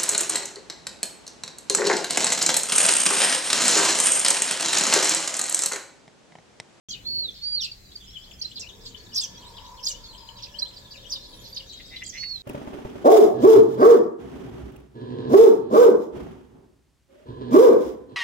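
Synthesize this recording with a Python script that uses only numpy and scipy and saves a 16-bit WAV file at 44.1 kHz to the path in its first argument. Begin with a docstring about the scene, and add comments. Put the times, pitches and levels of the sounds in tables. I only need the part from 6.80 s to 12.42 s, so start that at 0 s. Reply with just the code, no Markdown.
"""After a moment of silence small birds twitter nearby, over faint air, a low hum and a far dawn chorus.
Others whistle long arcs; a far cow moos once and a frog croaks, by fields at the edge of a village.
Birds are gliding sines with warble and buzz; cow and frog are pulses ringing throat resonances;
the air is coloured noise. House fronts repeat the near callers and trees give them a soft tail.
Two closely spaced microphone ports hear callers with small lags and level differences."""
import sys
import numpy as np
from scipy import signal
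from scipy.fft import rfft, irfft, next_fast_len
from scipy.io import wavfile
from scipy.ndimage import uniform_filter1d

SR = 44100
rng = np.random.default_rng(int(sys.argv[2]) if len(sys.argv) > 2 else 0)


def master(y):
    """Save y as 16-bit WAV."""
    cut = np.clip(np.atleast_2d(y).T, -1, 1)
    pcm = np.round(cut * 32767)  # scale
    wavfile.write(sys.argv[1], SR, pcm.astype(np.int16))


N = 247842
TIME = np.arange(N) / SR
STROKE = np.linspace(0, 1, 97)  # progress through one bird note


def undb(db):
    """Decibels to gain."""
    return 10 ** (np.asarray(db) / 20)


def unit(x):
    """Scale to rms 1."""
    return x / np.sqrt(np.mean(x ** 2) + 1e-18)


def walk(rate, size=N):
    """Smooth random wander with a spread near 1, drawing new steps at the given rate in Hz."""
    k = max(int(SR / rate), 1)
    steps = np.repeat(rng.standard_normal(size // k + 2), k)
    return 1.3 * uniform_filter1d(uniform_filter1d(steps, k), k)[:size]


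def band(x, hz, width_hz):
    """A resonance applied twice, so that its skirts are steep."""
    b, a = signal.iirpeak(min(hz, .45 * SR), hz / width_hz, fs=SR)
    return signal.lfilter(b, a, signal.lfilter(b, a, x))


def gliding_band(x, hz, width_hz):
    """A steep resonance whose centre moves: shift it down to zero, low-pass, shift back up."""
    turn = np.exp(2j * np.pi * np.cumsum(hz) / SR)
    b, a = signal.butter(2, width_hz / 2, fs=SR)
    return 2 * np.real(turn * signal.lfilter(b, a, x / turn))


def ports(x, pan_db, lag_ms):
    """One caller at both ports: a left minus right level difference and a small delay on the right."""
    size = next_fast_len(len(x) + 64)
    turn = np.exp(-2j * np.pi * np.fft.rfftfreq(size, 1 / SR) * lag_ms / 1000)
    late = irfft(rfft(x, size) * turn, size)[:len(x)]
    gains = unit(undb([[pan_db / 2], [-pan_db / 2]]))
    return gains * np.array([x, late])


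def add(out, s, x):
    """Mix x into out from time s in seconds."""
    i = int(np.clip(s * SR, 0, N - 1))
    out[..., i:i + x.shape[-1]] += x[..., :N - i]


def scatter(x, t60_s, build_s):
    """Countless weak echoes off leaves and walls, different at each port."""
    t = np.arange(int(1.5 * SR)) / SR
    envelope = np.exp(-np.log(1000) * t / t60_s) * (1 - np.exp(-t / build_s))
    tail = rng.standard_normal((2, len(t))) * envelope
    tail /= np.sqrt(np.sum(tail ** 2, axis=1, keepdims=True))
    return signal.fftconvolve(np.atleast_2d(x), tail, axes=1)[:, :N]


def arc(hz, glide, arch=0.039):
    """Pitch of a note that glides by some octaves, its ends lying a share (arch) under its middle."""
    return hz * (1 - arch * (2 * STROKE - 1) ** 2) * 2 ** (glide * (STROKE - .5))


def lean(hz, centre_hz=4650, db_per_octave=17.5):
    """Left minus right dB of a note: low notes lean to the left, high ones to the right."""
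    return db_per_octave * np.log2(centre_hz / hz)


def note(length, pitches, harsh, push, warble_hz=220, warble_rate=200, buzz_hz=560, buzz_jitter=0.239,
         buzz_swing_hz=440, split_hz=650, second_side=1.0, grain=1.0, octave_db=-34, rasp_db=-19):
    """A quick bird note; harsh ones warble and buzz, and the syrinx's other side joins in lower."""
    u = np.linspace(0, 1, max(int(length * SR), 64))
    rates = (warble_rate, warble_rate, 1300, SR)
    wobble, flutter, shake, hiss = (walk(rate, SR // 7)[:len(u)] for rate in rates)
    glide_hz = np.interp(u, np.linspace(0, 1, len(pitches)), pitches)
    hz = glide_hz + harsh * warble_hz * wobble
    buzz = np.sin(2 * np.pi * np.cumsum(buzz_hz * (1 + buzz_jitter * flutter)) / SR)
    upper = 2 * np.pi * np.cumsum(hz + harsh * buzz_swing_hz * buzz) / SR
    lower = 2 * np.pi * np.cumsum(hz - split_hz + harsh * warble_hz * flutter) / SR
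    both_sides = np.sin(upper) + harsh * second_side * np.sin(lower)
    tone = both_sides * (1 + harsh * grain * (shake + buzz))
    # a hard push of air adds the octave and a rasp that reaches far into the treble
    rasp = harsh * undb(rasp_db) * np.gradient(hiss)
    overtones = push * (undb(octave_db) * np.sin(2 * upper) + rasp)
    envelope = np.sqrt(np.abs(np.sin(np.pi * u))) * signal.windows.tukey(len(u), .25)
    return unit((tone + overtones) * envelope)


def air(wide_hz=900, level_db=-52.5, treble_db=-3):
    """Faint outdoor noise: the bass is restless and alike at both ports, the treble smooth and wide."""
    # colour of still morning air: pitch_hz [Hz], relative level_db [dB per Hz]
    air_colour = [(15, -30), (25, 7), (82, -0.5), (188, -5.5), (281, -6.5), (997, -18.5), (1490, -19.5),
                  (2560, -17), (3630, -26.5), (7300, -16.5), (9300, -32), (12200, -26), (15500, -28)]
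    # distant rumble, relative gains: start_s [s], bass_db [dB], low_middle_db [dB]
    rumble = [(0.3, 1.5, 4.5), (0.7, 0, -2.5), (1.3, -0.5, 0), (2.05, 2.5, 3), (3.2, 5, 1.5),
              (4.5, 0.5, 3.5), (5.3, 5, 2)]
    points_hz, points_db = np.transpose(air_colour)
    hz = np.fft.rfftfreq(N, 1 / SR) + 1
    colour = undb(np.interp(np.log(hz), np.log(points_hz), points_db))
    colour *= undb(treble_db * np.exp(-np.log2(hz / 4200) ** 2))  # soften the hiss behind the birds
    width = np.clip(np.sqrt(hz / wide_hz), .35, 1)
    mid, side = rfft(rng.standard_normal((2, N)))
    spectrum = colour * (mid + np.array([[1], [-1]]) * width * side)
    s, *levels = np.transpose(rumble)
    bass_db, low_mid_db = (np.interp(TIME, s, c) for c in levels)
    out = 0
    for octave in range(4, 15):  # overlapping bands centred on 2 ** octave Hz
        share = np.clip(1 - np.abs(np.log2(hz) - octave), 0, 1)
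        rumble_db = bass_db if octave < 7 else low_mid_db if octave < 10 else 0
        unrest = min(1, wide_hz / 2 ** octave)
        out = out + irfft(spectrum * share, N) * undb(rumble_db + unrest * 2.8 * walk(13))
    return undb(level_db) * out / np.std(out.mean(axis=0))


def hum(drift_hz=2.557, waver_db=3):
    """Low machine tones from the village waver on their way over the fields."""
    # steady tones before drift and waver: pitch_hz [Hz], level_db [dB]
    hum_tones = [(58.5, -61), (115, -60.5), (188, -63)]
    tones = np.zeros(N)
    for hz, db in hum_tones:
        phase = 2 * np.pi * np.cumsum(hz + drift_hz * walk(5.2)) / SR
        tones += undb(db + waver_db * walk(27)) * np.sin(phase)
    return ports(tones, 3.2, 0)


def far_birds(db=-51.5, centre_hz=4250, spread=.18, direct_db=-2, fade=0.57, count=520):
    """Chorus in the woods: many small sweeps, partly smeared to a shimmer, high ones faded by distance."""
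    # how busy the chorus is: start_s [s], relative level_db [dB]
    chorus = [(0, -1), (1.05, -10), (1.25, -0.5), (1.7, -1.5), (5.6, 3)]
    out = np.zeros((2, N))
    for k, draws in enumerate(rng.standard_normal((count, 7))):
        when, length, pitch, arch, slope, size, side = draws
        hz = centre_hz * np.exp(2 * spread * np.tanh(.7 * pitch))
        length_s = .022 * np.exp(.4 * np.clip(length, -2, 2))
        x = note(length_s, arc(hz, .35 * slope, .1 * arch), .1, 0)
        loud = x * undb(5.7 * size) * (centre_hz / hz) ** fade
        add(out, (k + when / 2) * N / SR / count, ports(loud, 4 * side, 0.24 * side))
    busy = undb(np.interp(TIME, *np.transpose(chorus)))
    shimmer = scatter(out, t60_s=0.38, build_s=0.0022)
    return undb(db) * busy * unit(undb(direct_db) * out + shimmer)


def twitter(near_db=-27, bright_hz=5600, push_per_db=0.56, push_db=9):
    """Near birds; fainter notes come from further off, so more of them arrives through the foliage."""
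    # the near birds' lag drifts: start_s [s], right_lag_ms [ms]
    lag_drift = [(2.4, -0.3363), (4.0, -0.4046)]
    direct, blurred = np.zeros((2, N)), np.zeros((2, N))
    notes = single_notes() + chirps() + chatter() + whits()
    notes += chatter(hz=6940, spread_octaves=.2, db=-58, count=30)
    for s, length, pitches, harsh, db, swell_db, pan_db in notes:
        height = min(np.median(pitches) / bright_hz, 1)
        push = height ** 3 * undb(push_per_db * (db - near_db) + push_db)  # high, loud notes take more air
        harsh = np.clip(harsh * height, 0, 1)  # low notes stay purer
        tone = note(length, pitches, harsh, push)
        swelled = unit(tone * undb(np.linspace(0, swell_db, len(tone))))
        x = undb(db) * ports(swelled, pan_db, np.interp(s, *np.transpose(lag_drift)))
        blur = np.interp(db, (-52, -40, -24), (.6, .36, .22))  # share of the power
        add(direct, s, np.sqrt(1 - blur) * x)
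        add(blurred, s, np.sqrt(blur) * x)
    foliage = scatter(blurred, t60_s=0.105, build_s=0.0008)
    return undb(0.5) * (direct + foliage)


def single_notes(peep_harsh=0.065, buzz_harsh=0.562, buzz_glide=-0.144, buzz_swell_db=-1.0):
    """Nearly pure peeps and hoarse, slightly falling buzzes, one stroke each."""
    # peeps, levels before the group gain: start_s [s], length_s [s], pitch_hz [Hz],
    # glide_octaves [octaves], level_db [dB], swell_db [dB]
    peep_strokes = [(0.074, 0.096, 3150, -0.34, -43.5, 5.5), (0.107, 0.01, 4460, -0.38, -33.5, 5),
                    (0.15, 0.021, 2560, -0.09, -45.5, -6), (0.862, 0.024, 2765, -0.19, -40.5, -7),
                    (0.912, 0.015, 4640, -0.15, -37, 9), (1.154, 0.013, 4715, -0.15, -36, 8),
                    (1.174, 0.0042, 5000, -0.17, -60, -7), (1.334, 0.037, 3380, -0.2, -43.5, 24),
                    (1.361, 0.015, 3120, -0.1, -33.5, 2), (1.51, 0.0093, 3080, -0.76, -44.5, -1),
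                    (1.593, 0.012, 6210, 0.013, -46.5, 0), (1.712, 0.017, 3380, 0.52, -44.5, -9),
                    (1.816, 0.035, 2650, -0.29, -43.5, -2), (1.861, 0.019, 2860, 0.25, -45.5, -2),
                    (1.886, 0.022, 3450, -0.48, -44.5, -3), (2.145, 0.014, 3083, 0.021, -39.5, -6),
                    (2.395, 0.014, 4960, 0.28, -27.5, 2), (2.434, 0.027, 5820, -0.38, -36.5, -1),
                    (2.57, 0.0203, 5820, 0.17, -47, 10), (2.644, 0.049, 3980, 0.253, -51, 6),
                    (2.646, 0.066, 8160, 0.28, -61, -5), (2.78, 0.011, 3050, -0.24, -41.5, 2),
                    (2.992, 0.0074, 3120, -0.51, -45.5, 6), (3.136, 0.049, 3050, 0.18, -49, -13),
                    (3.348, 0.0059, 3125, 0.02, -43, 2), (3.488, 0.0094, 3046, -0.14, -39.5, -17),
                    (3.736, 0.035, 3055, 0.25, -42.5, 9), (3.851, 0.036, 3620, 0.56, -45, -6),
                    (4.139, 0.024, 2670, -0.42, -47.5, -2), (4.244, 0.039, 3130, 0.38, -47, 5),
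                    (4.727, 0.015, 4710, 0.033, -42, -17), (4.925, 0.016, 7060, -0.48, -48.5, 4),
                    (5.234, 0.015, 7000, 0.73, -42, -7), (5.262, 0.008, 7300, -0.39, -36, 2),
                    (5.274, 0.01, 7750, -0.65, -40, 8), (5.288, 0.019, 6370, -0.43, -37.5, -1)]
    # buzzes, levels before the group gain: start_s [s], length_s [s], pitch_hz [Hz], level_db [dB]
    buzz_strokes = [(0.085, 0.038, 6310, -39.5), (0.165, 0.057, 3040, -57), (0.533, 0.074, 4420, -48),
                    (1.115, 0.014, 3930, -46.5), (1.436, 0.02, 4230, -52), (2.052, 0.029, 4590, -39),
                    (2.041, 0.075, 7200, -53), (2.842, 0.028, 3830, -48.5), (3.228, 0.045, 4550, -45),
                    (3.959, 0.029, 4660, -45.5), (4.106, 0.032, 4655, -44.5), (4.423, 0.044, 4290, -47.5),
                    (4.525, 0.026, 4000, -47), (4.629, 0.049, 4165, -47), (5.16, 0.014, 4040, -35.5),
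                    (5.244, 0.04, 4730, -44.5), (5.319, 0.13, 5840, -46)]
    notes = []
    for s, length, hz, glide, db, swell_db in peep_strokes:
        notes.append((s, length, arc(hz, glide), peep_harsh, db, swell_db, lean(hz)))
    for s, length, hz, db in buzz_strokes:
        notes.append((s, length, arc(hz, buzz_glide), buzz_harsh, db, buzz_swell_db, lean(hz)))
    return notes


def chirps(pan_db=-2, harsh=0.36):
    """Gliding strokes bounce in quick arches; the syrinx's two sides overlap, one high and one low."""
    # warbled strokes, levels before the group gain: start_s [s], length_s [s], from_hz [Hz], to_hz [Hz],
    # arches [count], arch_depth [share of pitch, negative dips], level_db [dB], swell_db [dB]
    chirp_strokes = [(0.117, 0.012, 7240, 6740, 2.2, 0.15, -44, -3),
                     (0.125, 0.027, 4600, 3360, 2.1, 0.19, -36.5, -14),
                     (0.804, 0.035, 5420, 4900, 1.08, 0.32, -32, 6),
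                     (0.831, 0.038, 5040, 3510, 3.4, 0.33, -30.5, -11),
                     (0.843, 0.011, 7400, 7470, 2, -0.19, -42.5, -12),
                     (1.756, 0.038, 4860, 3470, 3.9, 0.17, -36.5, -6),
                     (1.795, 0.011, 7050, 7230, 1.3, 0.2, -38, -9),
                     (1.797, 0.032, 5950, 4680, 3.1, 0.25, -37, 3),
                     (2.329, 0.029, 4670, 7100, 1.1, -0.2, -36, 8),
                     (2.354, 0.027, 5280, 5070, 1.12, 0.2, -25, -1),
                     (2.376, 0.025, 5140, 4370, 1.8, 0.083, -23.5, -14),
                     (2.398, 0.07, 3874, 2900, 3.2, 0.04, -40.5, -13),
                     (2.406, 0.025, 7670, 6840, 1.51, -0.28, -35.5, -13),
                     (2.432, 0.026, 6370, 5480, 2.8, -0.063, -34, -10),
                     (3.026, 0.041, 4950, 6720, 1.3, -0.153, -33, 13),
                     (3.062, 0.017, 4914, 4670, 1.06, 0.27, -23, 3),
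                     (3.08, 0.017, 4670, 3700, 2.5, 0.32, -38.5, -2),
                     (3.082, 0.019, 7060, 7480, 1.05, -0.23, -30, -9),
                     (3.094, 0.037, 7480, 5580, 2.2, -0.13, -36, 9),
                     (3.099, 0.021, 3065, 2830, 0.95, -0.061, -44, 0),
                     (3.621, 0.031, 5104, 4355, 2.23, 0.36, -37, 4),
                     (3.653, 0.022, 2900, 2380, 1.15, 0.058, -53, 7),
                     (4.296, 0.024, 5300, 6280, 1.16, 0.11, -37.5, 4),
                     (4.314, 0.032, 5430, 4384, 2.87, 0.17, -28.5, 2),
                     (4.352, 0.027, 3813, 3460, 1.9, 0.07, -36.5, -17),
                     (4.744, 0.017, 5950, 6100, 0.8, -0.05, -44, 1),
                     (4.76, 0.026, 4915, 4020, 1.97, 0.29, -32, -1),
                     (4.786, 0.027, 3624, 2800, 2.66, 0.11, -46.5, 7)]
    notes = []
    for s, length, from_hz, to_hz, arches, depth, db, swell_db in chirp_strokes:
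        bounce = np.abs(np.sin(np.pi * arches * STROKE)) - 2 / np.pi
        pitches = from_hz * (to_hz / from_hz) ** STROKE * (1 + depth * bounce)
        notes.append((s, length, pitches, harsh, db, swell_db, pan_db))
    return notes


def whistlers(waver=0.0032, flutter_db=2.33, fall_flutter_db=6, octave_db=-54, thin_hz=9000):
    """Almost pure tones scoop up as they swell, hold, then fall away; the very high ones break up."""
    # arched whistles: start_s [s], hold_s until the fall [s], slide_s [s], top_hz [Hz],
    # fall_depth [0-1], level_db before shaping [dB], left_minus_right_db [dB], right_lag_ms [ms]
    whistle_arcs = [(0.245, 0.19, 0.016, 4433, 0.28, -28, -4.5, -0.36),
                    (0.586, 0.13, 0.034, 3730, 0.42, -53, 14.5, 0.41),
                    (0.608, 0.1806, 0.014, 4654, 0.53, -28, -6, -0.3),
                    (0.953, 0.15, 0.046, 4220, 0.37, -58.5, 7, 0.32),
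                    (4.42, 0.19, 0.013, 10700, 0, -60, 21, 0),
                    (4.581, 0.18, 0.015, 11800, 0.3, -56.5, 29, 0),
                    (4.841, 0.35, 0.064, 3844, 0.37, -51, 4, -0.078),
                    (5.363, 0.18, 0.021, 4440, 0.2, -33.5, -8.5, -0.41)]
    scoop, scoop_s, swell_db, swell_s = 0.11, 0.022, 21, 0.02  # scoop is a share of the pitch
    fade_db, release_slides, slide_skew = 26, 6.5, 0.35  # release lasts this many slide times
    out = np.zeros((2, N))
    for s, hold_s, slide_s, top_hz, depth, db, pan_db, lag_ms in whistle_arcs:
        t = np.arange(0, hold_s + release_slides * slide_s, 1 / SR)
        # tips over quickly, levels out slowly
        fallen = 1 - (1 + np.exp((t - hold_s) / slide_s)) ** -slide_skew
        pitch = top_hz * (1 - scoop * np.exp(-t / scoop_s)) * (1 - depth * fallen)
        pitch *= 1 + waver * walk(127.6)[:len(t)]
        phase = 2 * np.pi * np.cumsum(pitch) / SR
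        shape_db = -swell_db * np.exp(-t / swell_s) - fade_db * fallen ** 1.62
        if top_hz > thin_hz:
            shape_db += 7 * (np.minimum(walk(60)[:len(t)], .8) - .9)
        shape_db += (flutter_db + fall_flutter_db * fallen) * walk(149.4)[:len(t)]
        loud = undb(db + shape_db) * signal.windows.tukey(len(t), .08)
        tone = unit(np.sin(phase) + undb(octave_db) * np.sin(2 * phase))
        add(out, s, ports(loud * tone, pan_db, lag_ms))
    return out


def chatter(from_s=1.2, until_s=5.2, hz=3900, spread_octaves=0.46, glide=0.355, arch=0.111,
            length_s=0.0219, harsh=0.14, db=-53.0, count=48):
    """Thin, soft sweeps at chance moments among the louder calls."""
    notes = []
    for k, (when, pitch, slope, bend, size) in enumerate(rng.uniform(-1, 1, (count, 5))):
        s = from_s + (until_s - from_s) * (k + when / 2) / count
        pitch_hz = hz * 2 ** (spread_octaves * pitch)
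        pitches = arc(pitch_hz, glide * slope, arch * bend)
        notes.append((s, length_s, pitches, harsh, db + 2 * size, 0, lean(pitch_hz)))
    return notes


def whits(pan_db=-3.0, harsh=0.035):
    """Clear "whit-chip" calls: a flick up to a point and down, then after a gap one short chip."""
    # calls, levels before the group gain: start_s [s], whit_level_db [dB], chip_level_db [dB]
    whit_calls = [(1.612, -29, -31), (3.785, -31, -24)]
    # the flick's evenly spaced pitches: pitch_hz [Hz]
    flick_hz = (4370, 4230, 4830, 4780, 5820, 4430, 4000)
    whit_s, chip_after_s, chip_s = 0.02, 0.034, 0.019  # the chip is timed from the call's start
    chip = arc(4135, 0.07)
    notes = []
    for s, db, chip_db in whit_calls:
        notes.append((s, whit_s, flick_hz, harsh, db, -2, pan_db))
        notes.append((s + chip_after_s, chip_s, chip, harsh, chip_db, 0, pan_db))
    return notes


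def cow(breath=0.027, direct_db=-7, echo_db=-2):
    """Hoarse glottal pulses ring a throat that changes as the mouth opens; far off, so mostly echo."""
    # the moo before unsteadiness and mix gains: start_s [s], pitch_hz [Hz], level_db [dB], mouth [0-1]
    moo_path = [(1.748, 131.8, -62, 0.48), (1.983, 145.5, -57, 0.36), (2.352, 140.6, -58.5, 0.44),
                (2.699, 138.2, -54, 0.85), (3.349, 143.6, -57, 0.86), (3.745, 143, -55.5, 0.62),
                (4.147, 142.5, -60.5, 0.3), (4.5, 137.2, -60, 0.72), (4.85, 131.2, -60.5, 0.49)]
    # upper throat: centre_hz [Hz], width_hz [Hz], shut_db [dB, mouth shut], open_db [dB, mouth open]
    cow_throat = [(975, 129, -15, 4.5), (1357, 47, -18, -15), (1710, 58, -2.5, -13.5)]
    # moving lowest resonance: start_s [s], centre_hz [Hz], relative level_db [dB]
    low_path = [(2.0, 456, 0), (2.8, 485, -6), (3.75, 545, -6.5), (4.7, 520, -2.5)]
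    s, *columns = np.transpose(moo_path)
    hz, db, mouth = (np.interp(TIME, s, c) for c in columns)
    unsteady = 1 + .025 * walk(22) + .045 * walk(140)
    phase = np.cumsum(hz * unsteady) / SR
    pulses = np.diff(np.floor(phase), prepend=0) + breath * rng.standard_normal(N)

    def fading_db():
        """Moving air fades each resonance on its own."""
        return 3.5 * walk(16)

    voice = np.zeros(N)
    for f, width, shut, wide in cow_throat:
        voice += undb(shut + mouth * (wide - shut) + fading_db()) * band(pulses, f, width)
    low_s, *low_columns = np.transpose(low_path)
    low_hz, low_db = (np.interp(TIME, low_s, c) for c in low_columns)
    voice += undb(low_db + fading_db()) * gliding_band(pulses, low_hz, width_hz=89)
    moo = unit(voice) * undb(db) * (TIME > s[0]) * (TIME < s[-1])
    valley = scatter(moo, t60_s=0.33, build_s=0.013)
    return undb(direct_db) * ports(moo + valley[0], 0.2, -0.12) + undb(echo_db) * valley


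def frog(pulse_hz=190, jitter=.2, breath=0.009, lag_per_hz=.000008, vary=0.0154):
    """Uneven clicks ring a small throat whose resonances rise in each croak, upper ones joining later."""
    # croaks, levels before throat and mix gains: start_s [s], length_s [s], level_db [dB]
    croaks = [(4.989, 0.032, -48.5), (5.094, 0.11, -45.5), (5.203, 0.037, -38), (5.319, 0.092, -41),
              (5.424, 0.024, -36)]
    # throat: centre_hz [Hz], width_hz [Hz], gain_db [dB], rise [share per s]
    frog_throat = [(2073, 198, 2, 0.93), (2340, 210, -5, 1.6), (2770, 190, -5, 2.4)]
    phase = np.cumsum(pulse_hz * (1 + jitter * walk(200))) / SR
    clicks = np.diff(np.floor(phase), prepend=0) * undb(2.7 * walk(200))
    clicks += breath * rng.standard_normal(N)
    out = np.zeros(N)
    for hz, width, throat_db, rise_per_s in frog_throat:
        for s, length, db in croaks:
            t = np.arange(int(length * SR)) / SR
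            tension = 1 + vary * rng.standard_normal() + rise_per_s * (t - length / 2)
            late = length / 0.069 * lag_per_hz * (hz - frog_throat[0][0])  # longer croaks spread more
            excitation = clicks[int((s + late) * SR):][:len(t)]
            croak = gliding_band(excitation, hz * tension, width)
            add(out, s + late, undb(db + throat_db) * unit(croak * signal.windows.hann(len(t))))
    tail = undb(-5.5) * scatter(out, t60_s=0.065, build_s=0.0012)
    return undb(-5.5) * (ports(out, -3.7, 0.044) + tail)


def house_echoes(x):
    """A few distinct, weaker repeats of each call from the house fronts."""
    # house fronts: delay_s [s], level_db [dB], left_minus_right_db [dB]
    walls = [(0.019, -15, 9), (0.052, -22.5, 4)]
    out = np.zeros((2, N))
    for delay_s, db, pan_db in walls:
        add(out, delay_s, undb(db) * ports(x, pan_db, 0))
    return out


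def scene():
    """All callers, the near ones' echoes from houses and trees, and the background."""
    background = air() + hum() + far_birds()
    near = twitter() + whistlers() + frog()
    trees = undb(-21) * scatter(near[1], t60_s=.5, build_s=.02)
    return background + near + house_echoes(near[0]) + trees + cow()


def record(dry, start_s=.086, top_hz=15800):
    """The sound opens after a moment of silence; a steep low-pass cuts the top."""
    low_pass = signal.ellip(10, .2, 70, top_hz, fs=SR, output="sos")
    return signal.sosfilt(low_pass, dry * (TIME >= start_s))


dry = scene()
out = record(dry)
master(out)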